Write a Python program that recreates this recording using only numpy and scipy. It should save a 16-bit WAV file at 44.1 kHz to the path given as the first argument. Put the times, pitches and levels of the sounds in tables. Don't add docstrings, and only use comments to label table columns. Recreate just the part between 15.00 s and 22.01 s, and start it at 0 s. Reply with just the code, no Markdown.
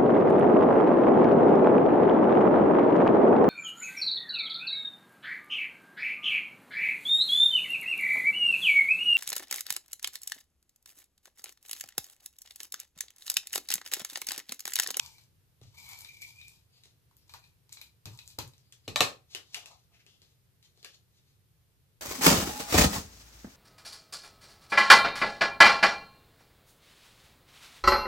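import sys
import numpy as np
from scipy import signal
from scipy.fft import rfft, irfft, next_fast_len
from scipy.io import wavfile
from scipy.ndimage import uniform_filter1d, map_coordinates

SR = 44100
rng = np.random.default_rng(int(sys.argv[2]) if len(sys.argv) > 2 else 0)


def gain_from_decibels(decibels):
    exponent = np.asarray(decibels, float) / 20
    return 10 ** exponent


def transcribe(signal):
    frames = np.atleast_2d(signal).T
    limited = np.clip(frames, -1, 1)
    pcm = np.round(limited * 32767).astype(np.int16)
    wavfile.write(sys.argv[1], SR, pcm)


N = 309133
HIT = 4096
TAIL = 20480
PAN_DB = 3.5


# [t/s, length/s, effort level/dB, squeal rel level/dB, hollow rel level/dB]
PUSHES = [(-0.02, 0.086, -53, -1, -6.5), (0.105, .05, -64, -1, -20), (0.17, .045, -65, -10, -14.5),
          (0.748, .03, -62, -9, -4), (0.778, 0.088, -52.5, -2.5, -10.5), (0.891, 0.044, -50, -2, -6.5),
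          (0.972, 0.065, -55.5, 0, -8), (1.075, .11, -60, 2, -19.5), (1.224, 0.012, -52, 6.5, -33),
          (1.26, 0.041, -58, -3, -18), (1.336, .07, -65, -4, -10), (1.391, 0.11, -61.5, 5, -25),
          (1.475, 0.11, -66, -5, -14), (2.297, 0.041, -62, -12, -12), (2.338, 0.053, -69, -13, -6),
          (2.438, 0.046, -71.5, -2, -14), (2.725, 0.086, -63.5, -10, -14), (2.812, 0.041, -61, -21, -26),
          (3.11, 0.051, -63.5, -10, -5.5), (3.2, 0.041, -64.5, -15, -9), (3.27, 0.045, -59.5, -21, -22)]
PUSH_RISE_S, PUSH_SAG_DB_PER_S, PUSH_FALL_S = 0.035, 29, 0.076


def effort():
    rows = [(s, PUSH_RISE_S, hold, PUSH_FALL_S, *rest) for s, hold, *rest in PUSHES]
    return swells(rows, PUSH_SAG_DB_PER_S)


# [t/s, f/Hz]
GRIP = [(0, 2425), (.15, 2310), (.8, 2280), (1.03, 2337), (1.3, 2300), (1.48, 2395), (2.4, 2490),
        (2.75, 2410), (3.2, 2510)]
FLUTTER_HZ, UPPER_HZ, UPPER_WANDER_HZ = 45, 3900, 120


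def ring_pitches():
    grip_hz = np.interp(np.arange(N) / SR, *np.transpose(GRIP))
    lower_hz = grip_hz + FLUTTER_HZ * wander(30)
    upper_hz = UPPER_HZ + UPPER_WANDER_HZ * wander(8)
    return lower_hz, upper_hz


# [f/Hz, width/Hz, level/dB]
SHELL_BODY = [(922, 150, 5), (1295, 680, -4)]
# [f/Hz, width/Hz, level/dB]
GRATING = [(1590, 2100, -13.5), (2920, 880, -3), (4520, 1110, 4), (6180, 570, 3.5), (7220, 1400, 0),
           (11470, 1800, -1.5), (13800, 1300, -3)]
RING_WIDTHS = (93, 310)
UPPER_DB, FLUTTER_DB = -3.5, 2.5


def strokes(lower_hz, upper_hz):
    push, squeal_db, hollow_db = effort()
    force = grit(spread_db=2.0, clump_db=4.0, rate=170)
    squeal = gain_from_decibels(squeal_db - 1.5 + FLUTTER_DB * wander(39.87)) * follow(force, lower_hz, RING_WIDTHS[0])
    upper_ring = gain_from_decibels(UPPER_DB - 13.5) * follow(force, upper_hz, RING_WIDTHS[1])
    hollow = gain_from_decibels(hollow_db - 4) * unit(resonate(force, SHELL_BODY))
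    grate = gain_from_decibels(-0.5) * unit(resonate(force, GRATING))
    return place(push * (squeal + upper_ring + hollow + grate), PAN_DB, lead=6)


# [t/s, crack peak level/dB, body rel level/dB, rings rel level/dB]
TICKS = [(0.1823, -49, -12, -7), (0.7783, -47.5, -19, -15), (1.0465, -38, -21, -6),
         (1.2202, -40.5, -34, -17), (1.4135, -55, -36, 4.5), (2.111, -62, 0.5, -22),
         (2.2945, -44.5, -10.5, -10.5), (2.3378, -35, -8, -11.5), (2.344, -45, 1.5, -21),
         (2.4404, -57, -6, 1), (2.6929, -48, -17, -17), (2.7236, -42, -28, -8.5), (2.7702, -50.5, -1, 3.5),
         (2.8137, -50, -6.5, 6.5), (3.1892, -44, -31, 0), (3.194, -45, -31, -13), (3.302, -45, -31, -14),
         (3.535, -53.5, -13, -8.5)]
STAMPS = [
    (3.0558, -28, -17.5, -17.5),
    (3.387, -22, -11.5, -18.5),
]
TICK_S, TICK_UPPER_DB, TICK_ROOM_DB = 0.011, 7, -1.5


def ticks(lower_hz, upper_hz):
    out = np.zeros((2, N))
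    for s, db, body_db, ring_db in TICKS + STAMPS:
        i = round(s * SR)
        lower = [(lower_hz[i], RING_WIDTHS[0], 0)]
        upper = [(upper_hz[i], RING_WIDTHS[1], 0)]
        zones = ((0, GRATING), (body_db, SHELL_BODY), (ring_db, lower), (ring_db + TICK_UPPER_DB, upper))
        add(out, s, knock(db, zones, TICK_S))
    direct, spread = out
    return place(np.array([direct, gain_from_decibels(TICK_ROOM_DB) * spread]), PAN_DB, lead=6)


# [t/s, peak level/dB, f/Hz]
CRACKS = [(0.0611, -33.5, 5700), (0.238, -51, 6000), (0.8903, -29, 11000), (0.9887, -29, 11500),
          (1.008, -30, 9600), (1.0185, -39, 9000), (1.213, -41, 10500), (1.2185, -31.5, 7460),
          (1.279, -39.5, 9000), (1.36, -47, 8200), (1.4822, -33.5, 8800), (2.1674, -42.5, 13000),
          (2.7268, -29, 7540), (2.74, -45, 8000), (2.815, -34, 11000), (3.175, -40, 7500),
          (3.271, -48, 8000), (3.2768, -31.5, 7150), (3.4771, -35.5, 9200)]
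CRACK_S, CRACK_WIDTH, CRACK_GRATE_DB, CRACK_ROOM_DB = 0.0038, 0.43, -11.5, -3


def cracks():
    out = np.zeros((2, N))
    for s, db, hz in CRACKS:
        zones = ((0, [(hz, CRACK_WIDTH * hz, 0)]), (CRACK_GRATE_DB, GRATING))
        add(out, s, knock(db, zones, CRACK_S))
    direct, spread = out
    return place(np.array([direct, gain_from_decibels(CRACK_ROOM_DB) * spread]), PAN_DB, lead=6)


# [t/s, peak level/dB, low rel level/dB, contact/s, pan/dB]
CLACKS = [
    (3.8776, -27, -16.5, 0.015, 2),
    (4.0053, -5.5, -8, 0.0025, 1),
]
ROCK = [
    (3.9583, -11.5, -9.5, 0.0021, 2.86),
]
# [f/Hz, width/Hz, level/dB]
CLACK_LOW = [(574, 78, -6), (728.5, 26, -0.5), (870, 67, -9), (1082.6, 51, -3.5), (1220, 100, -4),
             (1800, 57, -6.5)]
CLACK_MID = [(2540, 400, -3), (2610, 160, 2), (2910, 140, -4.5), (3780, 77, -4), (3820, 760, -2.5),
             (4200, 330, 0)]
CLACK_TOP = [(5500, 470, -5), (6450, 140, -2), (7300, 620, -7), (7700, 820, -3.5), (9900, 830, -12.5),
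             (12900, 2100, -16.5)]
EDGE = [(2380, 150, -7.5), (3099, 120, -11), (3450, 86, -11), (3900, 80, 1.5), (4620, 220, -13)]
CLACK_TOP_DB = -6


def clacks():
    out = np.zeros((2, 2, N))
    for rows, modes in ((CLACKS, CLACK_MID), (ROCK, EDGE)):
        for s, db, low_db, contact, pan_db in rows:
            zones = ((0, modes), (low_db + 1, CLACK_LOW), (CLACK_TOP_DB, CLACK_TOP))
            add(out, s + 0.00082, place(knock(db + 0.1, zones, contact), pan_db, lead=0))
    return out


# [t/s, peak level/dB, f/Hz, flap rel level/dB, bright rel level/dB]
SNAPS = [(0.6143, -49.5, 3800, -6, -14), (1.836, -45, 4000, -27, -7.5), (1.8557, -47.5, 3960, -20, -9),
         (3.58, -52, 5770, -28, -10), (3.724, -42.5, 3350, -45, -0.5), (4.3487, -19.5, 2970, -23, -44),
         (4.355, -42, 3938, -31.5, -16), (4.5443, -22, 2860, -41, -26), (4.548, -25.5, 2350, -35, -8.5),
         (4.5693, -31.5, 2280, -32, -19), (4.6583, -32.5, 2660, -29, -8.5), (5.0642, -45, 2770, -18, -27),
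         (5.218, -46, 4360, -19.5, -23.5), (5.627, -49.5, 4000, -29.5, -13),
         (5.7744, -53.5, 4160, -8.5, -13), (5.8285, -41.5, 4300, -20, -21),
         (5.8457, -29.5, 2630, -25.5, -36), (5.8474, -34.5, 1650, -34, -34), (5.8518, -42, 4400, -15, -20)]
# [f/Hz, width/Hz, level/dB]
FLAP = [(404, 78, 13.5), (740, 240, 0.5), (1250, 180, -4)]
# [f/Hz, width/Hz, level/dB]
CARD = [(2020, 1400, -15.5), (4000, 3400, -9), (6700, 2100, -9), (10974, 12000, -28.5)]
SNAP_S = 0.0075


def snaps():
    out = np.zeros((2, N))
    for s, db, hz, flap_db, bright_db in SNAPS:
        panel = [(hz, 0.074 * hz, 0)] + CARD[:2]
        add(out, s, knock(db, ((0, panel), (flap_db, FLAP), (bright_db, CARD[2:])), SNAP_S))
    return place(out, PAN_DB, lead=5)


# [loudest t/s, rise/s, fall/s, level/dB, colour f/Hz]
SLIDES = [(0.64, .03, 0.15, -62.5, 3900), (1.76, 0.081, 0.12, -65, 4950), (1.862, 0.089, .09, -66, 4240),
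          (2.2, .06, .12, -73.5, 5580), (3.56, .1, 0.5, -73.5, 5050), (3.726, 0.0074, .13, -76, 4300),
          (3.868, .05, 0.0081, -67.5, 5070), (4.337, 0.056, .015, -50.5, 3920),
          (4.535, 0.054, .02, -47.5, 3770), (4.49, 0.08, .1, -62, 3600), (4.569, 0.027, 0.103, -52.5, 2650),
          (4.662, 0.0091, 0.2, -55.5, 3770), (4.94, 0.033, 0.14, -67.5, 2400),
          (5.009, 0.094, 0.029, -65.5, 2190), (5.07, .01, 0.18, -62.5, 2900),
          (5.225, 0.01, 0.16, -62, 4100), (5.649, .04, 0.074, -62, 4200), (5.836, 0.11, 0.028, -61.5, 3400),
          (5.871, .02, .13, -58.5, 2803), (5.939, 0.058, 0.066, -61.5, 4200), (6.16, .06, .15, -67.5, 4135),
          (6.285, .04, 0.11, -69.5, 4300)]
# [loudest t/s, rise/s, fall/s, level/dB]
WOBBLES = [
    (4.569, 0.027, 0.041, -56),
    (4.719, 0.19, 0.066, -64.5),
    (4.92, .02, 0.056, -76.5),
]
FLAP_DB = -22.5
SLIDE_ROUND = 1.5


def rustle():
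    slide, colour_hz = swells([(s, rise, 0, *rest) for s, rise, *rest in SLIDES], bend=SLIDE_ROUND)
    wobble, = swells([(s, rise, 0, *rest) for s, rise, *rest in WOBBLES], bend=SLIDE_ROUND)
    force = grit(spread_db=1.5, clump_db=3.5, rate=74)
    sheet = gain_from_decibels(-2) * unit(resonate(force, CARD)) + gain_from_decibels(-2.5) * follow(force, colour_hz, width_hz=660)
    flap = (gain_from_decibels(FLAP_DB) * slide + wobble) * unit(resonate(force, FLAP[1:]))
    return place(gain_from_decibels(-1.0) * slide * sheet + flap, PAN_DB, lead=5)


# [t/s, peak level/dB, boom f/Hz, knock rel level/dB]
THUMPS = [
    (0.614, -46, 110.6, -11),
    (0.653, -48, 118, -15),
    (2.337, -53, 98, -38),
    (3.057, -38.5, 97, -15),
    (3.108, -41.5, 119.7, -25),
    (3.385, -35, 99.4, -3.5),
    (3.438, -40, 133, -26),
    (3.878, -35, 117.4, 1),
    (3.958, -43, 104, 0),
    (4.005, -32, 118, 10.5),
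]
# [f/Hz, width/Hz, level/dB]
DESK_LOW = [(68, 23, -4.5), (104.3, 38.6, -0.5), (131, 45.4, -4)]
DESK_HIGH = [(192.5, 7.9, 0), (226.4, 8, -8), (263, 52, -1), (370, 110, -3.5), (482, 160, -4.5)]
BOOM_T60_S = 0.14
SHAKE_DB, TYPICAL_DB, SHAKE_FOLLOWS = -71.5, -60, 0.42


def desk():
    push = effort()[0]
    shake = gain_from_decibels(SHAKE_DB) * (push / gain_from_decibels(TYPICAL_DB)) ** SHAKE_FOLLOWS
    out = shake * unit(resonate(rng.standard_normal(N), DESK_LOW))
    t = np.arange(TAIL) / SR
    for s, db, hz, knock_db in THUMPS:
        swell = gain_from_decibels(db - 60 * t / BOOM_T60_S) * (1 - np.exp(-t / .004))
        add(out, s, swell * np.sin(2 * np.pi * hz * t))
        add(out, s, knock(db, [(knock_db, DESK_HIGH)], 0.0037)[0])
    return place(out, pan_db=.8, lead=0)


# [f/Hz, t60/s]
ROOM = [(100, 0.26), (500, 0.29), (2000, 0.23), (6000, 0.23), (14000, 0.2)]
# [f/Hz, likeness 0-1]
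ROOM_ALIKE = [(60, 1), (200, 0.44), (500, 0.4), (1200, .1)]
BLOCK = 4096


def room(x):
    out = np.zeros((2, N))
    starts = range(0, N, BLOCK)
    hz, t, z = signal.stft(rng.standard_normal((len(starts), 2, TAIL)), SR, nperseg=256)
    alike = np.clip(along(ROOM_ALIKE, hz), 0, 1)[:, None]
    z[:, 1] = alike * z[:, 0] + np.sqrt(1 - alike ** 2) * z[:, 1]
    decay = gain_from_decibels(-60 * t / along(ROOM, hz)[:, None])
    tails = signal.istft(z * decay, SR, nperseg=256)[1]
    tails *= 1 - np.exp(-np.arange(tails.shape[-1]) / SR / 0.0012)
    for start, tail in zip(starts, tails):
        stretch = x[:, start:start + BLOCK]
        add(out, start / SR, signal.fftconvolve(stretch, tail / np.linalg.norm(tail[0]), axes=1))
    return out


# [f/Hz, level/dB per Hz]
RUMBLE = [(12, -47.5), (25, -21), (80, -3), (122, -1), (160, -9.5), (240, -21), (450, -21.5), (800, -44.5)]
# [f/Hz, level/dB per Hz]
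HISS = [(290, -26), (500, -3.5), (900, -5.5), (1500, -7), (4300, -7), (7580, -11), (14000, -7), (15000, -9)]
# [f/Hz, side over mid level/dB]
WIDE = [(60, -5), (180, -7.5), (550, -2), (1640, 0), (4950, -0.5), (14900, 0.5)]
RUMBLE_DB, HISS_DB = -69.5, -76.5


def air():
    hz = np.fft.rfftfreq(N, 1 / SR)
    out = np.zeros((2, N))
    for spectrum, db in ((RUMBLE, RUMBLE_DB), (HISS, HISS_DB)):
        gains = gain_from_decibels(along(spectrum, hz) + np.outer([0, 1], along(WIDE, hz)))
        mid, side = irfft(rfft(rng.standard_normal((2, N))) * gains, N)
        out += gain_from_decibels(db) * np.array([mid + side, mid - side]) / mid.std()
    return out


def knock(db, zones, contact):
    t = np.arange(HIT) / SR
    rise = 1 - np.exp(-t / .0002)
    force = rfft(gain_from_decibels(-60 * t / np.clip(contact, .001, .2)) * rise * rng.standard_normal(HIT))
    force = force / uniform_filter1d(np.abs(force), size=48)
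    force = irfft(force, HIT) * (t < t[HIT // 2])
    out = np.zeros((2, HIT))
    for rel_db, modes in zones:
        direct = resonate(force, modes)
        spread = radiated(modes, widen=0.86)
        spread *= np.linalg.norm(direct) / np.linalg.norm(spread)
        out += gain_from_decibels(db + rel_db) * np.array([direct, spread]) / np.abs(direct).max()
    return out


def radiated(modes, widen):
    f = np.fft.rfftfreq(HIT, 1 / SR)
    power = sum(gain_from_decibels(2 * db) / (1 + ((c * c - f * f) / (widen * w * (f + 1))) ** 2) for c, w, db in modes)
    return np.roll(irfft(np.sqrt(power), HIT), 128) * (np.arange(HIT) < HIT // 2)


def resonate(x, modes):
    n = x.shape[-1]
    m = next_fast_len(n + HIT)
    f = np.fft.rfftfreq(m, 1 / SR)
    gain = 0
    for k, (c, w, db) in enumerate(modes):
        gain = gain + (-1) ** k * gain_from_decibels(db) * 1j * f * w / (c * c - f * f + 1j * f * w)
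    return irfft(rfft(x, m) * gain, m)[..., :n]


def follow(force, hz, width_hz):
    spin = np.exp(2j * np.pi * np.cumsum(hz) / SR)
    held = force / spin
    for w in (width_hz, 4 * width_hz):
        held = signal.lfilter([1], [1, -np.exp(-np.pi * w / SR)], held)
    return unit((held * spin).real)


def grit(spread_db, clump_db, rate):
    sizes = np.clip(rng.standard_normal(N), -2, 2)
    return rng.standard_normal(N) * gain_from_decibels(spread_db * sizes + clump_db * wander(rate))


def swells(rows, sag_db=0, bend=1):
    t = np.arange(0, N / SR + .001, .001)
    s, rise, hold, fall, db, *traits = np.array(rows).T[..., None]
    late = t - s
    drop = (np.maximum(-late / rise, 0) + np.maximum((late - hold) / fall, 0)) ** bend
    level_db = db - sag_db * np.clip(late, 0, hold) - 25 * drop
    level_db = np.maximum(level_db, -200)
    vote = gain_from_decibels(8 * (level_db - level_db.max(0)))
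    gain = np.sqrt(gain_from_decibels(2 * level_db).sum(0))
    curves = [gain] + [(vote * c).sum(0) / vote.sum(0) for c in traits]
    return [np.interp(np.arange(N) / SR, t, v) for v in curves]


def wander(rate):
    return map_coordinates(rng.standard_normal(size=4096), [np.arange(N) * rate / SR])


def place(x, pan_db, lead):
    return np.stack([gain_from_decibels(pan_db / 2) * x, gain_from_decibels(-pan_db / 2) * np.roll(x, lead, axis=-1)], axis=-2)


def add(track, s, sound):
    part = track[..., round(s * SR):][..., :sound.shape[-1]]
    part += sound[..., :part.shape[-1]]


def unit(x):
    return x / np.sqrt(np.mean(x ** 2) + 1e-20)


def along(points, hz):
    f, v = np.transpose(points)
    return np.interp(np.log(hz + 1), np.log(f + 1), v)


# [f/Hz, width/Hz, level taken off/dB]
HOUSING = [(9100, 2000, -6.5)]


def scene():
    pitches = ring_pitches()
    direct, spread = strokes(*pitches) + ticks(*pitches) + cracks() + clacks() + snaps() + rustle()
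    boom = desk()
    work = direct + boom + gain_from_decibels(-1.5) * room(spread + gain_from_decibels(2.5) * boom)
    return work - resonate(work, HOUSING) + air()


def roll_off(x):
    return signal.sosfilt(signal.butter(12, 15520, fs=SR, output="sos"), x)


def record(dry):
    dull = signal.ellip(9, .5, 39, 14560, fs=SR, output="sos")
    return roll_off(signal.sosfilt(dull, dry))


dry = scene()
out = record(dry)
transcribe(out)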